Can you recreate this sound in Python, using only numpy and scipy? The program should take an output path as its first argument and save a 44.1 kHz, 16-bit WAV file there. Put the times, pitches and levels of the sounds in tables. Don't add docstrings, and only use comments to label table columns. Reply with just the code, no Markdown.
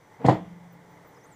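import sys
import numpy as np
from scipy import signal
from scipy.fft import rfft, irfft
from scipy.io import wavfile
from scipy.ndimage import uniform_filter1d, minimum_filter1d

SR = 44100
rng = np.random.default_rng(int(sys.argv[2]) if len(sys.argv) > 2 else 0)


def pcm_store(signal):
    levels = np.round(np.clip(np.atleast_2d(signal), -1, 1) * 32767)
    wavfile.write(sys.argv[1], SR, levels.astype(np.int16).T)


N = 59535

# (frequency [Hz], relative density [dB])
HUM_SPECTRUM = [(25, -11), (60, -11), (140, 7), (240, -3.5), (480, 0.5), (740, -3.5), (870, 1), (1150, -7),
                (1650, -10), (2050, -5), (2600, -22.5), (3400, -19.5), (4200, -24.5), (7200, -25),
                (11500, -33), (15500, -29.5)]
# (time [s], level [dB])
HUM_ENVELOPE = [(0, -56), (.12, -54), (1.35, -54.5)]
# (frequency [Hz], mean rms level [dB])
HUM_PARTIALS = [(296, -68), (441, -73), (865, -68.5), (6002, -81)]
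HUM_WAVER_DB = .5

# (time [s], frequency [Hz], level [dB])
WHINE_GLIDES = [
    [(.24, 15650, -74.5), (.255, 11500, -71.5), (.28, 8330, -66), (.295, 9800, -69.5), (.32, 10300, -68),
     (.345, 12800, -68), (.37, 15500, -74)],
    [(.715, 15300, -83), (.735, 14500, -62), (.755, 15400, -78)],
    [(.89, 15300, -73), (.94, 14200, -72), (.975, 14800, -75)],
    [(1.04, 15130, -73), (1.09, 14900, -67), (1.125, 11300, -72), (1.15, 5840, -63), (1.165, 4800, -75),
     (1.195, 6430, -63.5), (1.217, 5300, -69), (1.237, 6310, -64), (1.252, 6240, -60), (1.272, 9100, -66),
     (1.293, 9460, -69.5), (1.325, 7600, -57.5), (1.35, 6770, -65)],
]
WHINE_JITTER, WHINE_FLICKER_DB, WHINE_OCTAVE_DB = 0.017, 4.5, -12

# (time [s], level [dB])
FINGER_TOUCHES = [(1.045, -50), (1.127, -54.5), (1.167, -50), (1.244, -51)]
# (frequency [Hz], relative density [dB])
TOUCH_SPECTRUM = [(100, -25), (300, 1), (500, 7), (700, -7), (1200, 2), (1600, -8.5), (2100, -26),
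                  (3000, -30), (10000, -36)]
TOUCH_T60_S, TOUCH_RISE_S = 0.15, 0.0036

# (frequency [Hz], relative density [dB])
SLIDE_SPECTRUM = [(50, -33), (130, 5.5), (290, 1.5), (380, -10), (480, -16), (800, 0), (1300, -16.5),
                  (2200, -21.5), (3500, -35.5), (12000, -58.5)]
SLIDE_START_S, SLIDE_END_S, SLIDE_RISE_S = 0.18, 0.247, 0.061
SLIDE_DB, SLIDE_GRAINS_PER_S = -37.5, 3000
JUDDER_S, JUDDER_HALF_WIDTH_S, JUDDER_HZ, JUDDER_DB = 0.2185, 0.013, 465.3, -37.5

# (frequency [Hz], relative density [dB])
ROOM_SPECTRUM = [(30, -31), (70, -20.5), (110, -15.5), (300, 2), (400, -0.5), (780, -0.5), (1000, -7),
                 (1250, -14), (1600, -22), (2000, -17), (2600, -29), (3400, -24.5), (6000, -51),
                 (7200, -40.5), (10000, -54), (16000, -68)]
# (frequency [Hz], T60 [s])
ROOM_DECAY = [(80, 0.88), (200, 0.25), (600, 0.25), (1500, 0.3), (3400, 0.22), (8000, 0.19)]
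ROOM_DB, ROOM_RISE_S = -20.5, 0.0016

# (time [s], relative level [dB], low-pass corner [Hz])
RATTLE_CLICKS = [(.2565, -11, 9000), (0.262, 0, 14000), (0.2633, -2, 12000), (0.2665, -2, 10000),
                 (0.2862, 1.5, 5500), (0.2931, 0, 7500), (0.2984, -7.5, 8500), (.3095, -9.5, 8000),
                 (.3265, -14, 7000)]
# (frequency [Hz], relative density [dB])
CLICK_SPECTRUM = [(500, -10), (2000, 15.5), (2700, -8.5), (4500, 4), (6000, -4.5), (7000, 1.5), (9000, -14),
                  (13000, -21.5), (16000, -34)]
CLICK_DB, CLICK_T60_S, CLICK_ROOM_DB, CLICK_ROOM_T60_S = -33, .018, -10.5, 0.23

# (frequency [Hz], level [dB], T60 [s])
PAN_MODES = [(126.8, -45.5, 1.37), (172.95, -36.5, 1.74), (194, -36, 0.91)]
PAN_STRUCK_S, PAN_WAVER_DB = .286, 1.2
# (frequency [Hz], relative density [dB])
TRAY_SPECTRUM = [(1500, -28), (2500, -2), (3000, -4.5), (3450, 2), (4000, -24), (6000, -44.5)]
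TRAY_DB, TRAY_T60_S = -56, 0.71

# (time [s], relative force [dB], contact time [ms], low-mode gain [dB], reverberation gain [dB])
BASKET_BLOWS = [(.2451, -22, 0.23, 14.5, -12), (.2480, -4.5, 0.99, 8, -2.5), (.2525, 2.5, 1.96, 3.5, -8),
                (.2853, 3, 0.67, -4, 3), (.2909, -5, 0.63, 7.5, -6), (0.2961, -10.5, 0.43, -14, -17.5),
                (.3090, -14.5, 0.89, -2, -8), (0.363, -27.5, 0.98, -4, -25)]
# (frequency [Hz], relative level [dB], T60 [s])
HOUSING_MODES = [(105.5, -22, 0.23), (130.4, -14.5, .145), (161, -28, 0.16), (181.3, -31.5, 0.29),
                 (224, -24, 0.071), (264, -26.5, 0.15), (312.9, -18.5, 0.34), (400.7, -34, .15),
                 (484, -21, 0.148), (518.6, -16.5, 0.085), (669, -25, 0.26), (744.5, -27, 0.1),
                 (792.5, -4, .042), (900, -28, 0.12), (996, -20.5, 0.11)]
BOOM_BELOW_HZ, RADIATES_ABOVE_HZ = 285, 102

CEILING, TOP_HZ = .75, 15450


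def undb(db):
    return 10 ** (np.asarray(db) / 20)


def along(points, hz):
    frequencies, values = np.array(points).T
    return np.interp(np.log(np.maximum(hz, 1)), np.log(frequencies), values)


def colour(x, spectrum):
    shaped = irfft(rfft(x) * undb(along(spectrum, np.fft.rfftfreq(N, 1 / SR))), N)
    return shaped / np.sqrt(np.mean(shaped ** 2))


def noise(spectrum):
    return colour(rng.standard_normal(N), spectrum)


def since(start):
    return np.maximum(np.arange(N) / SR - start, 0)


def fade(t, t60):
    return (t > 0) * np.exp(-np.log(1000) * t / t60)


def burst(t, t60, rise_s):
    return fade(t, t60) * (1 - np.exp(-t / rise_s))


def drift(rate_hz):
    hold = int(SR / rate_hz)
    steps = np.repeat(rng.standard_normal(N // hold + 1), hold)
    smooth = uniform_filter1d(uniform_filter1d(steps, hold), hold)[:N]
    return smooth / smooth.std()


def ring(t, hz, db, t60):
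    return undb(db) * fade(t, t60) * np.sin(2 * np.pi * hz * t)


def kitchen_hum():
    t = since(0)
    level_db = np.interp(t, *np.array(HUM_ENVELOPE).T)
    air = noise(HUM_SPECTRUM) * undb(level_db + HUM_WAVER_DB * drift(20.9))
    tones = np.zeros(N)
    for hz, db in HUM_PARTIALS:
        amplitude = np.sqrt(2) * undb(db + 2.7 * drift(24.6))
        tones += amplitude * np.sin(2 * np.pi * hz * t + 0.54 * drift(9.9))
    return air + tones


def whine():
    t, out = since(0), np.zeros(N)
    for glide in WHINE_GLIDES:
        times, hz, db = np.array(glide).T
        pitch = uniform_filter1d(np.interp(t, times, hz), size=400)
        phase = 2 * np.pi * np.cumsum(pitch * (1 + WHINE_JITTER * drift(1000))) / SR
        level_db = np.interp(t, times, db) + WHINE_FLICKER_DB * drift(120)
        sounding = (t > times[0]) * (t < times[-1])
        gain = uniform_filter1d(undb(level_db) * sounding, size=300)
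        octave = undb(WHINE_OCTAVE_DB) * (2 * pitch < TOP_HZ) * np.sin(2 * phase)
        out += gain * (np.sin(phase) + octave)
    return out


def finger_touches():
    envelope = sum(undb(db) * burst(since(start), TOUCH_T60_S, TOUCH_RISE_S)
                   for start, db in FINGER_TOUCHES)
    return envelope * noise(TOUCH_SPECTRUM)


def rail_scrape():
    t = since(0)
    grains = (rng.random(N) < SLIDE_GRAINS_PER_S / SR) * rng.standard_normal(N)
    speed = np.minimum(since(SLIDE_START_S) / SLIDE_RISE_S, 1) * np.exp(-since(SLIDE_END_S) / .01)
    scrape = undb(SLIDE_DB) * speed ** 1.07 * colour(grains, SLIDE_SPECTRUM)
    judder_envelope = np.exp(-((t - JUDDER_S) / JUDDER_HALF_WIDTH_S) ** 2)
    judder = judder_envelope * np.sin(2 * np.pi * JUDDER_HZ * t + .5 * drift(340))
    return scrape + undb(JUDDER_DB) * judder


def reverberation():
    diffuse = rfft(noise(ROOM_SPECTRUM))
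    octave = np.log2(np.maximum(np.fft.rfftfreq(N, 1 / SR), 1))
    out = np.zeros(N)
    for hz in 31.25 * 2 ** np.arange(10):
        band = irfft(diffuse * np.maximum(1 - abs(octave - np.log2(hz)), 0), N)
        t60 = along(ROOM_DECAY, hz)
        power = sum((undb(db) * burst(since(start), t60, ROOM_RISE_S)) ** 2
                    for start, *_, db in BASKET_BLOWS)
        out += band * np.sqrt(power)
    return undb(ROOM_DB) * out


def rattle():
    out = np.zeros(N)
    for start, db, corner_hz in RATTLE_CLICKS:
        t = since(start)
        direct = fade(t, CLICK_T60_S)
        reflected = undb(CLICK_ROOM_DB) * fade(t, CLICK_ROOM_T60_S)
        click = np.hypot(direct, reflected) * noise(CLICK_SPECTRUM)
        lowpass = signal.butter(3, corner_hz, fs=SR, output="sos")
        out += undb(db) * signal.sosfilt(lowpass, click)
    return undb(CLICK_DB) * out


def pan_ring():
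    t = since(PAN_STRUCK_S)
    modes = sum(ring(t, *mode) * undb(PAN_WAVER_DB * drift(20.7)) for mode in PAN_MODES)
    tray = undb(TRAY_DB) * fade(t, TRAY_T60_S) * noise(TRAY_SPECTRUM)
    return modes + tray


def housing_thud():
    out, frequencies = np.zeros(N), np.fft.rfftfreq(N, 1 / SR)
    for start, force_db, contact_ms, boom_db, _ in BASKET_BLOWS:
        modes = sum(ring(since(start), hz, db + boom_db * (hz < BOOM_BELOW_HZ), t60)
                    for hz, db, t60 in HOUSING_MODES)
        sigma_s = contact_ms / 4000
        pulse_spectrum = np.exp(-2 * (np.pi * frequencies * sigma_s) ** 2)
        out -= undb(force_db) * irfft(rfft(modes) * pulse_spectrum, N)
    radiation = signal.butter(5, RADIATES_ABOVE_HZ, "high", fs=SR, output="sos")
    return signal.sosfilt(radiation, out)


def scene():
    basket = housing_thud() + pan_ring() + reverberation() + rattle() + rail_scrape()
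    return (basket + finger_touches() + kitchen_hum() + whine())[None]


def record(dry):
    gain = minimum_filter1d(CEILING / np.maximum(abs(dry), CEILING), size=201)
    limited = dry * uniform_filter1d(gain, size=201)
    lowpass = signal.ellip(12, .2, 80, TOP_HZ, fs=SR, output="sos")
    return signal.sosfilt(lowpass, limited)


dry = scene()
out = record(dry)
pcm_store(out)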